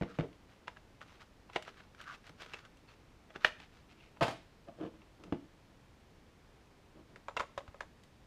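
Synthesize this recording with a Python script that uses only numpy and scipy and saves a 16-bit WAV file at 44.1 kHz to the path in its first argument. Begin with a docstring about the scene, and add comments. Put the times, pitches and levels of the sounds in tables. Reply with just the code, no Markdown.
"""A film camera knocks and drags on a wooden desk, close by, over the low rumble of a small room.
Fingers rub a film carton until the card snaps and tears; the canister lid pops, the packaging tumbles
aside, the camera is slid and tilted, and the cartridge clicks into its chamber. Each impact excites
the damped modes of the struck object, each rub is a train of tiny stick-slip pulses, and the room
answers both with a short reverberation."""
import sys
import numpy as np
from scipy import signal
from scipy.fft import rfft, irfft
from scipy.io import wavfile

SR = 44100
rng = np.random.default_rng(int(sys.argv[2]) if len(sys.argv) > 2 else 0)


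def unload_wav(signal):
    """Save mono or channel-first audio to the path in sys.argv[1] as 16-bit WAV at rate SR, clipped to [-1, 1]."""
    wavfile.write(
        sys.argv[1],
        SR,
        np.round(np.clip(np.atleast_2d(signal).T, -1, 1) * 32767).astype(np.int16),
    )


N = 364266


def amp(db):
    """Amplitude ratio of a level in decibels."""
    return 10 ** (np.asarray(db) / 20)


def unit(x):
    """Normalisation to an energy of one."""
    return x / np.sqrt(np.sum(x ** 2))


def fade(t, t60):
    """Exponential damping, 60 dB down at t60."""
    return np.exp(-np.log(1000) * t / t60)


def add(track, start_s, x):
    """Superposition: x joins the track at start_s."""
    i = max(int(start_s * SR), 0)
    track[i:i + len(x)] += x[:N - i]


def colour(x, spectrum, size=4096):
    """Minimum-phase filtering to a spectrum of (frequency_hz, level_db) points."""
    hz, db = np.transpose(spectrum)
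    bin_hz = np.maximum(np.arange(size // 2 + 1) * SR / size, 1)
    gain = amp(np.interp(np.log(bin_hz), np.log(hz), db))
    cepstrum = irfft(np.log(gain))
    cepstrum[1:size // 2] *= 2  # folding onto positive time makes the filter causal
    cepstrum[size // 2 + 1:] = 0
    return signal.fftconvolve(x, irfft(np.exp(rfft(cepstrum))))[:len(x)]


def band(x, hz, ratio):
    """Band-pass filtering from hz / ratio to hz * ratio."""
    edges = [hz / ratio, min(hz * ratio, SR / 2 - 1000)]
    return signal.sosfilt(signal.butter(2, edges, "band", fs=SR, output="sos"), x)


def impacts(events, modes, crack_spectrum, *, contact_s, focus_db, crack_t60, buzz_db, buzz_t60,
            part_db, part_t60, tilt_db, tilt_per_crack):
    """Modal ringing: a blow favours modes near its pitch, under a noisy crack and loose parts' buzz."""
    out, t = np.zeros(N), np.arange(SR // 6) / SR
    mode_hz, mode_db, t60 = np.transpose(modes)[:, :, None]
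    polarity = (-1) ** np.arange(len(modes))[:, None]  # neighbouring modes start in opposite directions
    contact = 1 - np.exp(-(t / contact_s) ** 2)  # surfaces meet and scuff over a moment
    noise_envelope = contact * (fade(t, crack_t60) + amp(buzz_db) * fade(t, buzz_t60))
    for start_s, level_db, pitch_hz, crack_db in events:
        grip = 1 + 0.017 * rng.standard_normal(mode_hz.shape)  # the holding hand detunes the modes
        nearness = np.exp(-(np.log2(mode_hz / pitch_hz) / 0.5) ** 2)  # half an octave to either side
        weight = polarity * amp(mode_db + focus_db * nearness) / np.sqrt(t60)
        ring = np.sum(weight * fade(t, t60) * np.sin(2 * np.pi * mode_hz * grip * t), axis=0)
        db_per_octave = tilt_db + tilt_per_crack * crack_db  # harder contact is brighter
        spectrum = [(hz, db + db_per_octave * np.log2(hz / pitch_hz)) for hz, db in crack_spectrum]
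        crack = colour(rng.standard_normal(len(t)) * noise_envelope, spectrum)
        struck_part = contact * fade(t, part_t60) * np.cos(2 * np.pi * pitch_hz * t)  # a flap or lever
        blow = unit(unit(ring) + amp(part_db) * unit(struck_part) + amp(crack_db) * unit(crack))
        add(out, start_s, amp(level_db) * np.sqrt(SR / 100) * blow)  # energy of level_db held for 10 ms
    return out


def friction(strokes, spectrum, slips_per_s, scatter_db, width_octaves):
    """Stick-slip friction: a swell of uneven pulses, heard as hiss and through one resonance."""
    out, longest = np.zeros(N), SR // 2
    for peak_s, half_length_s, level_db, pitch_hz, resonance_db in strokes:
        n = min(int(2 * half_length_s * SR), longest)
        chance, size = rng.random((2, longest))[:, :n]
        strength = rng.standard_normal(longest)[:n] * amp(scatter_db * size)
        slips = (chance < slips_per_s / SR) * strength
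        swell = np.pad(slips * np.hanning(n), (0, SR // 20))
        hiss = unit(colour(swell, spectrum))
        resonance = amp(resonance_db) * unit(band(swell, pitch_hz, 2 ** (width_octaves / 2)))
        add(out, peak_s - half_length_s, amp(level_db) * np.sqrt(n / 3) * unit(hiss + resonance))
    return out


def rebounds(events, gap_s, drop_db, pitch_hz, crack_db):
    """Inelastic rebound: a weaker blow follows each impact after an uneven pause."""
    gaps = gap_s * np.exp(0.2 * rng.standard_normal(len(events)))
    return [(start_s + gap, level_db + drop_db, pitch_hz, crack_db)
            for (start_s, level_db, *_), gap in zip(events, gaps)]


# Background noise spectrum: frequency_hz, density_db
AMBIENT_SPECTRUM = [(12, -41.5), (20, 0.5), (76, -0.5), (108, -2.5), (286, -7), (319, -7), (357, -10),
                    (387, -9), (713, -14.5), (865, -14.5), (1270, -18), (1880, -20), (2160, -20.5),
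                    (5240, -28.5), (15000, -44.5)]


def room_tone(level_db=-61.5):
    """Stationary noise: a low rumble under a soft hiss."""
    return amp(level_db) * np.sqrt(N) * unit(colour(rng.standard_normal(N), AMBIENT_SPECTRUM))


# Camera landings, rocking level relative to each: start_s, level_db, pitch_hz, crack_db, rock_db, rock_hz
LANDINGS = [(0.0113, -30.5, 161, -15, -3.5, 167), (0.187, -27.5, 130, -16, -10, 510),
            (2.296, -54.5, 123, -25, -16, 125), (5.3236, -29, 239, -13.5, -23, 161)]
# Modes of the camera on the desk: frequency_hz, energy_db, t60_s
LANDING_MODES = [(80, -4, 0.091), (112, -4.5, 0.03), (160.6, -0.5, 0.1), (279, 1, 0.048), (345, -0.5, 0.16),
                 (393, -1, 0.027), (510, 3.5, 0.011), (657, -1, 0.03), (820, -6, 0.028),
                 (1340, -9.5, 0.0053)]
# Their dense upper modes: frequency_hz, density_db
LANDING_CRACK = [(30, 6), (100, 12), (600, 0.5), (1600, -3), (2800, -6.5), (4200, -17.5), (7000, -32.5),
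                 (15000, -59)]


def camera_knocks(rock_gap_s=0.0103, rock_crack_db=3.5):
    """Rocking of a rigid body: after each landing, two more feet strike the desk in turn."""
    events = []
    for start_s, level_db, pitch_hz, crack_db, rock_db, rock_hz in LANDINGS:
        events.append((start_s, level_db, pitch_hz, crack_db))
        for foot in (1, 2):
            events.append((start_s + foot * rock_gap_s, level_db + rock_db, rock_hz, rock_crack_db))
    return impacts(events, LANDING_MODES, LANDING_CRACK, contact_s=0.00073, focus_db=11.5,
                   crack_t60=0.014, buzz_db=-17, buzz_t60=0.09,
                   part_db=-17, part_t60=0.06, tilt_db=-0.9, tilt_per_crack=-0.078)


# Drags across the desk, and a finger bumping the camera at 4.688 s: peak_s, half_length_s, level_db, pitch_hz
SLIDES = [(.08, 0.044, -53, 450), (0.238, 0.032, -43.5, 407), (4.688, .022, -47, 556),
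          (4.834, 0.077, -39.5, 303.5), (4.945, 0.037, -59, 234), (5.228, 0.053, -56, 310),
          (5.275, .045, -53.5, 186), (6.986, .06, -57, 314), (7.12, 0.064, -62.5, 213)]
# Friction spectrum of the wood: frequency_hz, density_db
SLIDE_SPECTRUM = [(40, -22), (150, 3), (350, 6), (600, 1.5), (900, -10.5), (1300, -9.5), (2000, -21.5),
                  (3000, -21), (6000, -39), (15000, -62)]


def camera_slides(resonance_db=-2):
    """Sliding friction: the camera catches and slips on the wood, driving a low resonance; once a finger bumps
    it."""
    strokes = [(*slide, resonance_db) for slide in SLIDES]
    return friction(strokes, SLIDE_SPECTRUM, slips_per_s=2000, scatter_db=-1, width_octaves=0.24)


# Finger strokes, and the lid scraping off the canister rim at 3.468 s; squeak relative to hiss: peak_s,
# half_length_s, level_db, squeak_db
STROKES = [(0.104, .04, -56, 2), (0.162, 0.044, -60.5, -6), (.52, 0.072, -68, -29), (1.027, 0.021, -55, -4),
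           (1.12, 0.11, -63, -30), (1.218, 0.032, -56, -6), (1.557, 0.049, -54.5, -22),
           (1.685, .04, -53.5, -9), (1.798, 0.076, -60, -5), (2.012, 0.049, -54.5, -7),
           (2.096, 0.057, -46, 8.5), (2.143, .03, -53, -12), (2.273, 0.052, -59, -23),
           (2.423, 0.058, -52, -14), (2.542, 0.12, -57, -7), (2.649, 0.03, -59, 7),
           (2.907, 0.046, -62, -16), (3.36, .03, -55.5, -4), (3.425, .03, -54, -9.5),
           (3.468, .033, -41.5, -6.5), (3.625, .06, -59, -11), (3.767, 0.093, -66.5, -14.5),
           (3.914, 0.041, -62.5, -6), (4.028, 0.1, -65, -2)]
# Friction spectrum of the fingers: frequency_hz, density_db
STROKE_SPECTRUM = [(100, -13), (700, 3), (1400, 6.5), (2700, 3), (4000, -1.5), (6200, -9.5), (9000, -24),
                   (15000, -29)]


def rubs_and_lid_scrape(carton_hz=1330, canister_hz=2290):
    """Friction-driven resonance: the carton squeaks under the fingers or, after the pop, the canister, whose
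    lid scrapes off its rim."""
    lid_s = LID_RELEASE[0][0]
    strokes = [(peak_s, half_length_s, level_db, carton_hz if peak_s < lid_s else canister_hz, squeak_db)
               for peak_s, half_length_s, level_db, squeak_db in STROKES]
    return friction(strokes, STROKE_SPECTRUM, slips_per_s=2900, scatter_db=6, width_octaves=0.5)


# Snaps of the card: start_s, level_db, pitch_hz, crack_db
SNAPS = [(0.328, -66, 2920, 8), (0.6792, -40.5, 940, 1.5), (.769, -53.5, 1620, 1), (1.014, -48.5, 1080, 3),
         (1.498, -53.5, 940, 1.5), (1.5597, -30, 850, -1), (1.5599, -32.5, 2200, 1.5),
         (1.623, -51, 3120, 13), (1.678, -47.5, 1330, 2.5), (1.802, -57, 1600, 2), (1.947, -59.5, 1480, 7),
         (2.003, -51, 1560, -7), (2.013, -54, 1710, 16), (2.124, -57, 1200, 9), (2.267, -58, 2500, 12),
         (2.293, -57, 1400, 11.5), (2.419, -48.5, 2780, 7), (2.461, -53.5, 1510, 5.5),
         (2.535, -45, 2416, 5.5), (2.541, -44.5, 2620, 3), (2.65, -59.5, 3770, 10.5), (2.77, -68, 3020, 15),
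         (2.888, -61.5, 4360, -5), (3.304, -55.5, 510, 0), (3.359, -43, 1285, -2), (3.600, -53, 1950, 4.5),
         (4.007, -62.5, 2700, -6), (4.17, -59, 1000, 0)]
# Modes of the carton: frequency_hz, energy_db, t60_s
CARTON_MODES = [(360, -7.5, 0.052), (613, -8, 0.26), (660, -4.5, 0.029), (890, -3, 0.018),
                (1007, -5.5, 0.02), (1331, 0, 0.017), (1610, 0.5, 0.02), (1980, -1.5, 0.014),
                (2710, 1.5, .02), (3400, -13.5, 0.026), (4300, -22, 0.017), (6100, -18, 0.00934)]
# Its dense upper modes: frequency_hz, density_db
CARTON_CRACK = [(100, -13.5), (500, 1), (1400, -1.5), (2800, -2.5), (4200, -12.5), (6200, -21.5),
                (9000, -30), (15000, -49)]


def carton_tearing(crease_lead_s=0.006, crease_db=-10, crease_max_db=-54.5):
    """Sudden release of strain: creases, snaps and fibre ticks ring the carton's modes."""
    creases = [(start_s - crease_lead_s, min(level_db + crease_db, crease_max_db), pitch_hz, crack_db)
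               for start_s, level_db, pitch_hz, crack_db in SNAPS
               if crack_db < 5]  # only full-bodied snaps are led by a crease
    return impacts(SNAPS + creases + fibre_ticks(), CARTON_MODES, CARTON_CRACK, contact_s=0.0011,
                   focus_db=11, crack_t60=0.02, buzz_db=-17.5, buzz_t60=0.076,
                   part_db=-3, part_t60=0.02, tilt_db=-1.5, tilt_per_crack=0.5)


def fibre_ticks(carton_held_s=0.45, ticks_per_s=22, scatter_db=2.5, pitch_hz=2000, crack_db=7.5):
    """Acoustic emission: stroked fibres tick, louder under a firm stroke, fainter when it squeaks."""
    events, lid_s = [], LID_RELEASE[0][0]
    for peak_s, half_length_s, level_db, squeak_db in STROKES:
        if carton_held_s < peak_s < lid_s:
            count = round(ticks_per_s * half_length_s)
            typical_db = level_db - max(squeak_db, 0) - 1.5
            for offset, strength in rng.standard_normal((6, 2))[:count]:
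                tick_db = typical_db + scatter_db * (strength - offset ** 2)  # weaker far from the peak
                events.append((peak_s + offset * half_length_s / 2, tick_db, pitch_hz, crack_db))
    return events


# The two pulses of the lid's pop: start_s, level_db, pitch_hz, crack_db
LID_RELEASE = [(3.4455, -31, 2500, -3), (3.4473, -20, 1888, -5)]
# Modes of the canister: frequency_hz, energy_db, t60_s
CANISTER_MODES = [(399.7, -13.5, .03), (515, -8, .05), (613, -6, 0.1), (800, -15, 0.029), (1020, -15, .02),
                  (1350, -1, .016), (1800, 2, 0.012), (2030, 0, 0.00934), (2350, -3, .009),
                  (2890, -6.5, 0.0041), (3550, -10.5, 0.022)]
# Its dense upper modes: frequency_hz, density_db
CANISTER_CRACK = [(100, -9.5), (400, -7), (1000, -1), (2000, 2.5), (3300, 0), (4500, -9.5), (6500, -23),
                  (10000, -32), (15000, -41)]


def lid_pop():
    """Impulse excitation: the lid lets go in two quick pulses that ring the canister."""
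    return impacts(LID_RELEASE, CANISTER_MODES, CANISTER_CRACK, contact_s=0.00033, focus_db=9,
                   crack_t60=0.01, buzz_db=-17.5, buzz_t60=0.1,
                   part_db=-18.5, part_t60=0.012, tilt_db=-0.7, tilt_per_crack=0.1)


# Booms of the desk top: start_s, level_db
THUDS = [(3.448, -61), (4.215, -48), (5.3245, -42), (7.397, -48.5), (7.578, -51), (7.684, -47)]


def desk_thuds(pitch_hz=82, t60_s=0.038):
    """Damped oscillation: the desk top's lowest mode booms under the heaviest handling."""
    out, t = np.zeros(N), np.arange(SR // 4) / SR
    thud = unit(fade(t, t60_s) * np.sin(2 * np.pi * pitch_hz * t))
    for start_s, level_db in THUDS:
        add(out, start_s, amp(level_db) * np.sqrt(SR / 100) * thud)
    return out


# Contacts of the tossed packaging: start_s, level_db, pitch_hz, crack_db
FALLS = [(4.209, -29.5, 906, 0), (4.2155, -28, 297, -5), (4.221, -26.5, 610, -3), (4.227, -30, 640, 4.5),
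         (4.237, -38, 620, 3.5), (4.266, -44, 745, 7), (4.2791, -34.5, 766, 5.5), (4.307, -44.5, 794, 9)]
# Modes of the packaging: frequency_hz, energy_db, t60_s
PACKAGING_MODES = [(125, -0.5, 0.31), (152, -11, 0.075), (302, -9, 0.036), (419, -19, 0.036),
                   (529, 1.5, 0.082), (660, 5.5, 0.033), (727, -1.5, 0.048), (880, -2, 0.051),
                   (1286, -1, 0.033)]
# Its dense upper modes: frequency_hz, density_db
PACKAGING_CRACK = [(30, -15), (80, 10.5), (300, 6.5), (800, 4.5), (1400, 1), (2800, -4), (5000, -16),
                   (8000, -28.5), (15000, -43.5)]


def packaging_tumble():
    """Inelastic collision: each piece of packaging lands and bounces once, more weakly."""
    bounces = rebounds(FALLS, gap_s=0.011, drop_db=-13.5, pitch_hz=685, crack_db=4.5)
    return impacts(FALLS + bounces, PACKAGING_MODES, PACKAGING_CRACK, contact_s=0.0018, focus_db=3,
                   crack_t60=0.04, buzz_db=-16, buzz_t60=0.2,
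                   part_db=-8, part_t60=0.041, tilt_db=0.52, tilt_per_crack=0.21)


# Contacts of cartridge and chamber: start_s, level_db, pitch_hz, crack_db
CLICKS = [(5.018, -62.5, 2720, -1), (5.237, -55, 2500, 5), (7.159, -52, 1850, 3), (7.2834, -39, 1066, -6.5),
          (7.3665, -34.5, 1060, -3), (7.3726, -35, 2760, -3), (7.3958, -35.5, 1370, 0.5),
          (7.404, -33, 1030, -5.5), (7.4076, -36, 970, -4), (7.577, -36, 673, -1.5), (7.678, -55, 1180, -1),
          (7.744, -51.5, 674, -8), (7.8063, -39, 1710, 1), (8.035, -64, 3040, 19)]
# Modes of the camera's plastic shell: frequency_hz, energy_db, t60_s
SHELL_MODES = [(418, -5.5, 0.12), (555, 2.5, 0.057), (647, -1, 0.026), (730, -4, 0.036), (1020, 3, 0.023),
               (1266, 3.5, 0.042), (1310, 1, 0.018), (1634, -1.5, 0.028), (2105, -1, 0.018),
               (2600, -11, 0.053), (2930, -12.5, 0.004), (3680, -14, 0.047), (4620, -28, 0.037),
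               (7080, -17, 0.016)]
# Its dense upper modes: frequency_hz, density_db
SHELL_CRACK = [(100, -31.5), (500, 2), (1300, 1.5), (3000, -6.5), (4500, -13), (7200, -20.5),
               (10000, -32.5), (15000, -44)]


def cartridge_clicks():
    """Secondary impacts: each click rings the shell, a small part pings and the cartridge falls back."""
    pings = rebounds(CLICKS, gap_s=0.011, drop_db=-20.5, pitch_hz=3570, crack_db=3)
    rattles = rebounds(CLICKS, gap_s=0.024, drop_db=-18, pitch_hz=745, crack_db=-6.5)
    return impacts(CLICKS + pings + rattles, SHELL_MODES, SHELL_CRACK, contact_s=0.00063, focus_db=7,
                   crack_t60=0.018, buzz_db=-6, buzz_t60=0.068,
                   part_db=-4, part_t60=0.021, tilt_db=-0.04, tilt_per_crack=0.42)


# Reflections in octave bands: centre_hz, gain_db, t60_s
REFLECTION_BANDS = [(126, -10, .35), (245, 1, 0.44), (530.3, 4.5, .26), (990, 1, .26), (2000, -3.5, 0.44),
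                    (4000, 1, 0.42), (8000, 5, 0.35), (14000, 1, .22)]
# Standing waves between desk, shelves and walls: frequency_hz, energy_db, t60_s
STANDING_WAVES = [(109, -24.5, .3), (159, -28.5, 0.1), (336, -33.5, 0.22), (556, -22.5, 0.15),
                  (635, -21.5, 0.084), (747, -30, .2), (1000.4, -26, 0.18)]


def reverberation(x, early_t60=0.083, early_db=1, build_s=0.0039):
    """Convolution with the room: early reflections, a short diffuse tail and a few standing waves."""
    t = np.arange(SR // 2) / SR
    onset = np.clip(t / build_s - 0.5, 0, 1)
    response = np.zeros(len(t))
    for hz, db, t60 in REFLECTION_BANDS:
        envelope = onset * (fade(t, t60) + amp(early_db) * fade(t, early_t60))
        response += amp(db) * band(rng.standard_normal(len(t)) * unit(envelope), hz, np.sqrt(2))
    for hz, db, t60 in STANDING_WAVES:
        response += amp(db) * unit(onset * fade(t, t60) * np.cos(2 * np.pi * hz * t))
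    return signal.fftconvolve(x, response)[:N]


def scene():
    """Direct and reverberant fields: sources further from the microphone carry more of the room."""
    knocks, lid, clicks, tumble = camera_knocks(), lid_pop(), cartridge_clicks(), packaging_tumble()
    fingers, slides, carton = rubs_and_lid_scrape(), camera_slides(), carton_tearing()
    direct = knocks + slides + fingers + carton + lid + desk_thuds() + tumble + clicks
    from_desk = amp(-10) * (knocks + slides) + amp(-15) * clicks
    from_hands = amp(-13) * fingers + amp(-13.5) * carton + amp(-14.5) * lid
    reflected = reverberation(from_desk + from_hands + amp(-6.5) * tumble)
    return (direct + reflected + room_tone())[None]


def record(dry, rumble_hz=22, top_hz=15300):
    """Band limiting: the microphone sheds the deepest rumble and the recorder cuts the top steeply."""
    high_pass = signal.butter(2, rumble_hz, "high", fs=SR, output="sos")
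    low_pass = signal.ellip(8, 0.2, 70, top_hz, fs=SR, output="sos")
    return signal.sosfilt(low_pass, signal.sosfilt(high_pass, dry))


dry = scene()
out = record(dry)
unload_wav(out)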